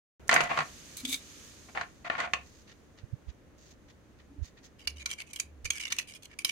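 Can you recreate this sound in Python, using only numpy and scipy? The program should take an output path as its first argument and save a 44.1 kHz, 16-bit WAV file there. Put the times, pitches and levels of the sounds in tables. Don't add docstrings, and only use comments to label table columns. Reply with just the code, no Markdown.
import sys
import numpy as np
from scipy import signal
from scipy.fft import rfft, irfft
from scipy.io import wavfile
from scipy.ndimage import map_coordinates

SR = 44100
rng = np.random.default_rng(int(sys.argv[2]) if len(sys.argv) > 2 else 0)


def wrap_up_sound(samples):
    columns = np.atleast_2d(samples).T
    tamed = np.clip(columns, -1, 1)
    steps = np.round(tamed * 32767).astype(np.int16)
    wavfile.write(sys.argv[1], SR, steps)


N = 287091
TIME = np.arange(N) / SR
AIR_START_S = 0.196

# start_s, length_s, level_db, treble_db, ring_hz
STROKES = [(4.785, 0.07, -54, -10.5, 3190), (4.958, 0.038, -52, -7, 3120), (4.993, 0.034, -43, -10.5, 2480),
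           (5.09, 0.048, -36.5, -5, 3240), (5.178, 0.041, -39, -9.5, 2356), (5.264, 0.056, -54.5, -4, 2610),
           (5.645, 0.019, -38, -2.5, 2340), (5.728, 0.054, -39.5, -4.5, 2370),
           (5.795, .045, -36, -8.5, 2400), (5.837, 0.045, -41, -13, 3040),
           (5.901, 0.028, -34.5, -7.5, 1860), (6.071, 0.051, -48, -1, 2480),
           (6.128, 0.046, -49.5, -2, 3407), (6.221, 0.039, -51, 0.5, 3400),
           (6.294, 0.045, -52.5, -18, 1800), (6.46, 0.09, -47.5, 1, 3020)]


def amp(db):
    return 10 ** (np.asarray(db) / 20)


def rms_one(x):
    return x / np.sqrt(np.mean(x ** 2) + 1e-20)


def add(out, start_s, sound):
    start = max(int(start_s * SR), 0)
    part = sound[:, :max(N - start, 0)]
    out[:, start:start + part.shape[1]] += part


def cut(x, hz, kind, order=2):
    return signal.sosfilt(signal.butter(order, hz, kind, fs=SR, output="sos"), x)


def resonate(x, hz, width_hz):
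    radius = np.exp(-np.pi * width_hz / SR)
    feedback = [1, -2 * radius * np.cos(2 * np.pi * hz / SR), radius ** 2]
    return signal.lfilter(np.array([1, 0, -1]) * (1 - radius ** 2) / 2, feedback, x + 1e-18)


def response(colour, modes=(), size=2048):
    hz, db = np.transpose(colour)
    bins_hz = np.maximum(np.arange(size // 2 + 1) * SR / size, 1)
    cepstrum = irfft(np.log(amp(np.interp(np.log(bins_hz), np.log(hz), db))))
    cepstrum[1:size // 2] *= 2
    cepstrum[size // 2 + 1:] = 0
    broad = irfft(np.exp(rfft(cepstrum)))
    return broad + sum(amp(mode_db + 2.5) * resonate(broad, f, width) for f, width, mode_db in modes)


def through(x, impulse):
    return signal.fftconvolve(x, np.atleast_2d(impulse), axes=1)[:, :x.shape[1]]


def pair(draws, likeness):
    return np.sqrt(likeness) * draws[0] + np.sqrt(1 - likeness) * draws[1:]


def envelope(rows, attack_s, release_db_per_s, rest_db):
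    gain = amp(rest_db) * (TIME > AIR_START_S)
    for start_s, hold_s, db in rows:
        attack = 1 - np.exp(-np.maximum(TIME - start_s, 0) / attack_s)
        fall_db = release_db_per_s * np.maximum(TIME - start_s - hold_s, 0)
        gain = np.hypot(gain, attack * amp(db - fall_db))
    return gain


def swells(rows, relative_width):
    out = np.zeros((1, N))
    for start_s, length_s, db, hz in rows:
        window = np.hanning(int(length_s * SR * 1.2))
        width_hz = hz * relative_width
        wave = resonate(resonate(rng.standard_normal(SR), hz, width_hz), hz, width_hz)
        add(out, start_s, amp(db) * rms_one(window * wave[-len(window):])[None])
    return out


def blow(rise):
    def force(t, length_s):
        build = 1 - np.exp(-(t / (rise * length_s)) ** 2)
        return build * np.exp(-(2.32 * t / length_s) ** 0.74)
    return force


def drag(slip_db, slips_per_s, ease_s):
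    def force(t, length_s):
        catches = np.interp(t * slips_per_s, np.arange(256), rng.standard_normal(256))
        ease = (1 - np.exp(-t / ease_s)) * np.exp(-np.maximum(t - length_s, 0) / ease_s)
        return ease * amp(slip_db * catches)
    return force


def bar(ring_db, others_db, width_hz, spread_db):
    def ring(x, hz):
        ratios = (np.arange(6, 16) + 0.5) ** 2 / 7.5 ** 2
        chance = rng.uniform(-1, 1, (len(ratios), 1, 1)) + 0.5 * rng.uniform(-1, 1, (len(ratios), 2, 1))
        gains = amp(others_db + spread_db * chance) / np.sqrt(ratios)[:, None, None]
        gains[1] = amp(ring_db)
        return x + sum(g * resonate(x, hz * ratio, width_hz * ratio) for g, ratio in zip(gains, ratios))
    return ring


def contacts(rows, force, body, grit_db, likeness, lag_ms=0, ring=None):
    out, t = np.zeros((2, N)), np.arange(SR // 5) / SR
    treble_hz = 4500
    for start_s, length_s, db, treble_db, *ring_hz in rows:
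        impacts = pair(rng.standard_normal((3, len(t))), likeness)
        impacts *= amp(grit_db * rng.standard_normal(len(t)))
        sound = through(impacts * force(t, length_s), body)
        if ring:
            sound = ring(sound, *ring_hz)
        low = rms_one(cut(sound, treble_hz, "low", order=4))
        high = rms_one(cut(sound, treble_hz, "high", order=4))
        add(out, start_s, amp(db) * np.sqrt(length_s / t[-1]) * (low + amp(treble_db) * high))
    late_left = np.interp(TIME - lag_ms / 1000, TIME, out[0])
    return np.array([late_left, out[1]])


def room_noise():
    # frequency_hz, level_db
    colour = [(15, -58), (25, -16), (74, -8.5), (170, -14), (309, -12.5), (344, -16), (427, -17.5),
              (591, -19.5), (659, -23.5), (796, -26), (1840, -29), (2410, -33.5), (3920, -39.5),
              (7710, -48), (16000, -52.5)]
    draws = rng.standard_normal((3, N))
    noise = cut(pair(draws, 0.62), 760, "low", order=1) + cut(pair(draws, 0.05), 960, "high", order=1)
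    settling = (TIME > AIR_START_S) * amp(-59 + 6.5 * np.exp(-TIME / 1.57))
    return settling * rms_one(through(noise, response(colour, size=8192)))


def hum(pitch_hz=69.3, waver_hz=3.3):
    # start_s, hold_s, level_db
    surges = [(2.3, 0.12, -56.5), (4.1, .2, -60), (4.85, 0.15, -48), (5.44, 0.26, -52.5)]
    waver = rms_one(cut(rng.standard_normal(N), 8, "low"))
    tone = np.sqrt(2) * np.sin(2 * np.pi * np.cumsum(pitch_hz + waver_hz * waver) / SR)
    gain = envelope(surges, attack_s=0.012, release_db_per_s=106, rest_db=-69.5)
    return gain * tone * amp([[-2], [0.7]])


def reverberation(x, t60_s, treble_t60_s):
    t = TIME[:SR // 2]
    noise = rng.standard_normal((2, len(t)))
    low = cut(noise, 3945, "low") * amp(-60 * t / t60_s)
    high = cut(noise, 2000, "high") * amp(-60 * t / treble_t60_s)
    tail = (low + high) * (1 - np.exp(-(t / 0.0034) ** 2))
    return through(x, rms_one(tail) / np.sqrt(len(t)))


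def narrow_bass(x, corner_hz=520):
    mid, side = (x[0] + x[1]) / 2, cut((x[0] - x[1]) / 2, corner_hz, "high", order=1)
    return np.array([mid + side, mid - side])


def puffs():
    # start_s, length_s, level_db, centre_hz
    gusts = [(3.025, 0.022, -37, 62.4), (3.118, 0.033, -30, 87.4), (3.255, 0.053, -37.5, 54.4),
             (4.374, .062, -31.5, 56.3), (5.625, 0.056, -40.5, 46)]
    return cut(swells(gusts, relative_width=1.0), 142, "low", order=4) * amp([[-35], [-0.5]])


def bumps():
    # start_s, length_s, level_db, pitch_hz
    nudges = [(.32, 0.14, -52.5, 152.1), (.55, 0.093, -49.5, 153), (1.028, 0.036, -43, 265),
              (1.055, .06, -45.5, 262), (1.1, 0.07, -53.5, 271.6), (4.28, 0.13, -59, 280)]
    return swells(nudges, relative_width=0.078)


def fizz(bubbles_per_s=79000, waver_db=0.7, waver_hz=5.4):
    # start_s, hold_s, level_db
    soakings = [(.42, 1.023, -53), (2.15, 0.36, -66.5)]
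    # frequency_hz, level_db
    colour = [(700, -14), (1300, -7.5), (2200, -6.5), (5000, -5), (7000, -6.5), (9000, -13), (12000, -18),
              (16000, -22)]
    pitches_hz = np.linspace(1200, 15000, 24)
    rings = 0
    for hz in pitches_hz:
        born = rng.random(N) < bubbles_per_s / len(pitches_hz) / SR
        bursts = np.zeros((2, N))
        bursts[:, born] = pair(rng.standard_normal((3, born.sum())), 0.086)
        rings = rings + resonate(bursts, hz, width_hz=460)
    clouds = amp(waver_db * rms_one(cut(rng.standard_normal(N), waver_hz, "low")))
    gain = envelope(soakings, attack_s=0.057, release_db_per_s=28.5, rest_db=-78)
    return clouds * gain * rms_one(through(rings, response(colour)))


def fingers(ring_hz=1880):
    # start_s, length_s, level_db, treble_db
    turns = [(2.426, 0.24, -70, 5.5), (2.666, 0.058, -55, -13), (2.972, .023, -55.5, -14.5),
             (3.275, 0.024, -58, -11), (3.575, 0.15, -66.5, 4), (3.88, 0.023, -58, -9),
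             (4.183, .02, -57.5, -27), (4.426, 0.057, -59.5, 1), (4.568, 0.0072, -50.5, -25),
             (4.626, 0.036, -59, 1)]
    # frequency_hz, level_db
    colour = [(300, -17), (1000, 0.5), (2000, 4.5), (4500, 4), (7000, 1), (9000, -13.5), (16000, -15)]
    rubs = contacts([(*row, ring_hz) for row in turns], drag(slip_db=2.5, slips_per_s=141, ease_s=0.011),
                    response(colour), grit_db=7, likeness=0.092,
                    ring=bar(ring_db=7, others_db=-14, width_hz=72, spread_db=9.5))
    return amp(-3) * rubs


def cutter(notch_s=0.007, slide_treble_db=-2):
    # start_s, level_db, treble_db, ring_hz
    notches = [(.967, -50, 12, 4040), (1.049, -28.5, -12.5, 3450), (1.125, -27.5, -7.5, 3650),
               (1.140, -27, -18, 3680)]
    # start_s, length_s, level_db, ring_hz
    pushes = [(0.964, 0.043, -41.5, 4050), (1.068, 0.089, -33, 3640)]
    # frequency_hz, level_db
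    colour = [(300, -26), (1500, -27), (2500, -14), (4000, -13.5), (10000, -1), (16000, -6.5)]
    # frequency_hz, width_hz, level_db
    modes = [(2277, 73, 11), (4800, 43, 3), (6340, 200, -5), (7700, 770, 2), (9960, 150, 3),
             (12900, 200, -7)]
    body = response(colour, modes)
    strip = lambda x, hz: x + amp(17.5) * resonate(x, hz, width_hz=140)
    clicks = contacts([(s, notch_s, db, treble_db, hz) for s, db, treble_db, hz in notches],
                      blow(rise=0.43), body, grit_db=4.5, likeness=0.14, ring=strip)
    slides = contacts([(s, length_s, db, slide_treble_db, hz) for s, length_s, db, hz in pushes],
                      drag(slip_db=2, slips_per_s=190, ease_s=0.011), body,
                      grit_db=5.5, likeness=0.23, ring=strip)
    return amp(-1.3) * clicks + amp(-7.5) * slides


def settling_heap(t, length_s, attack_s=0.005, settle_db_per_s=110):
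    friction = drag(slip_db=1, slips_per_s=240, ease_s=0.0018)(t, length_s)
    return friction * (1 - np.exp(-t / attack_s)) * amp(-settle_db_per_s * t)


def tub(knock_s=0.0077, slide_treble_db=-20):
    # start_s, level_db, treble_db, ring_hz
    hits = [(.292, -16, -12.5, 1900), (.312, -23.5, -6.5, 1110), (.327, -20, -11, 2130),
            (.362, -13, -22, 1820), (.405, -19.5, -12.5, 695), (.514, -24, -66.5, 820),
            (0.574, -22, -20, 1040), (.588, -22, -14.5, 770), (.604, -24, -20, 1210),
            (1.773, -26.5, -42, 750), (1.811, -28.5, -15, 1740), (2.099, -21.5, -30, 1800),
            (2.151, -31.5, -47, 1430), (2.201, -27.5, -10.5, 1810), (2.24, -37, -31, 1455),
            (2.274, -35.5, -58, 670), (2.334, -21, -10, 2680)]
    # start_s, length_s, level_db, ring_hz
    pushes = [(0.309, 0.17, -27, 1990), (0.49, 0.08, -34, 1064), (0.564, 0.065, -34.5, 1220),
              (1.682, 0.019, -53, 2310), (1.747, 0.094, -39.5, 830), (2.043, 0.039, -39, 1920),
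              (2.105, 0.07, -40.5, 1374), (2.177, 0.088, -33.5, 1450)]
    # frequency_hz, level_db
    colour = [(60, -20), (150, -5), (220, -4), (400, -6.5), (700, 0.5), (2000, 1), (3000, -7.5),
              (5000, -22.5), (8000, -27.5), (12000, -49.5), (16000, -48.5)]
    # frequency_hz, width_hz, level_db
    modes = [(707, 98, 0.5), (1084, 110, -2), (1400, 32, -2), (1810, 30, -5.5), (2270, 490, -9),
             (4440, 430, -2.5)]
    body = response(colour, modes)
    knocks = contacts([(s, knock_s, db, treble_db, hz) for s, db, treble_db, hz in hits],
                      blow(rise=0.09), body, grit_db=0.5, likeness=0.11,
                      ring=bar(ring_db=6.5, others_db=-15.5, width_hz=280, spread_db=11))
    slides = contacts([(s, length_s, db, slide_treble_db, hz) for s, length_s, db, hz in pushes],
                      settling_heap, body, grit_db=4.5, likeness=0.0982,
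                      ring=bar(ring_db=5.5, others_db=-11.5, width_hz=28, spread_db=7))
    return amp(-2.5) * knocks + amp(-1) * slides


def spray():
    # start_s, length_s, level_db, treble_db
    splashes = [(.274, .004, -50, 5), (.292, 0.0033, -41, 1), (.336, 0.0095, -34, 2.5),
                (.411, 0.0066, -49.5, 2.5), (.428, 0.011, -39, -12)]
    # frequency_hz, level_db
    colour = [(1000, -1), (4000, -6.5), (7000, 2.5), (11000, -3), (16000, -15.5)]
    spatter = drag(slip_db=9, slips_per_s=390, ease_s=0.0031)
    return amp(0.5) * contacts(splashes, spatter, response(colour), grit_db=10.5, likeness=0.12)


def crumbs(per_s=42, break_s=0.0028, above_stroke_db=0.5, scatter_octaves=0.31):
    rows = []
    for start_s, length_s, db, treble_db, hz in STROKES:
        for when, size, pitch in rng.random((8, 3))[:round(length_s * per_s)]:
            crumb_db = db + above_stroke_db + 8 * (size - 0.5)
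            crumb_hz = hz * 2 ** (scatter_octaves * (2 * pitch - 1))
            rows.append((start_s + when * length_s, break_s, crumb_db, treble_db, crumb_hz))
    return rows


def sagging(x, sag_per_s=1.097):
    positions = np.cumsum(np.exp(-sag_per_s * np.arange(x.shape[1]) / SR))
    return np.array([map_coordinates(side, [positions], order=3) for side in x])


def blade(chip_s=0.0041, skid_s=0.035, skid_db=-47, skid_treble_db=-5):
    # start_s, level_db, treble_db, ring_hz
    fractures = [(4.872, -23.5, -6.5, 2810), (5.057, -27.5, -2.5, 1410), (5.331, -42.5, 4.5, 2310),
                 (5.358, -39, 1, 3220), (5.397, -30, 4.5, 2450), (5.653, -29, -12.5, 2390),
                 (5.702, -24, -1, 3342), (5.808, -42.5, 6.5, 2623), (5.851, -29.5, -16, 2860),
                 (5.921, -26, -1, 1850), (5.962, -54, 8, 2120), (5.984, -24, -5, 2630),
                 (5.995, -32, -9, 2670), (6.387, -32, -4, 2460), (6.446, -21, -2, 3144),
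                 (6.456, -61, 3, 2420), (6.491, -27, -7.5, 2400)]
    # frequency_hz, level_db
    colour = [(150, -11.5), (800, -11.5), (1500, -6.5), (2400, -1.5), (3300, -5.5), (4500, -5),
              (7000, -5.5), (10000, -8), (13000, -10), (16000, -19)]
    # frequency_hz, width_hz, level_db
    modes = [(1090, 29, 3.5), (1387, 56, -9.5), (1800, 39, -21), (2310, 140, 0.5), (2944, 190, 0),
             (5090, 120, -2.5), (6080, 70, 2), (9070, 700, -3)]
    body = response(colour, modes)
    snaps = [(s, chip_s, db, treble_db, hz) for s, db, treble_db, hz in fractures]
    skids = [(s, skid_s, skid_db, skid_treble_db, hz) for s, _, _, hz in fractures]
    chips = contacts(snaps + crumbs(), blow(rise=0.73), body, grit_db=1, likeness=0.05, lag_ms=0.16,
                     ring=bar(ring_db=16.5, others_db=5.5, width_hz=160, spread_db=12))
    pencil = bar(ring_db=16.5, others_db=3, width_hz=120, spread_db=14)
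    strokes = contacts(STROKES + skids, drag(slip_db=5, slips_per_s=220, ease_s=0.0015), body,
                       grit_db=7.5, likeness=0.15, lag_ms=0.17, ring=lambda x, hz: sagging(pencil(x, hz)))
    return (amp(-1) * chips + amp(-5.5) * strokes) * amp([[-0.8], [0.4]])


def scene():
    far = tub() + spray()
    near = blade() + cutter() + fingers()
    echoes = reverberation(amp(-9) * far + amp(-14) * near, t60_s=0.21, treble_t60_s=0.16)
    distant = amp(0.7) * narrow_bass(far + echoes)
    return distant + near + bumps() + puffs() + fizz() + room_noise() + hum()


def record(dry, cutoff_hz=15850):
    ports = np.array([dry[0], dry[1] + amp(6.5) * resonate(dry[1], 6420, width_hz=500)])
    dipped = ports - 0.15 * resonate(ports, 4900, width_hz=4370)
    return signal.sosfilt(signal.cheby1(12, 0.3, cutoff_hz, fs=SR, output="sos"), dipped)


dry = scene()
out = record(dry)
wrap_up_sound(out)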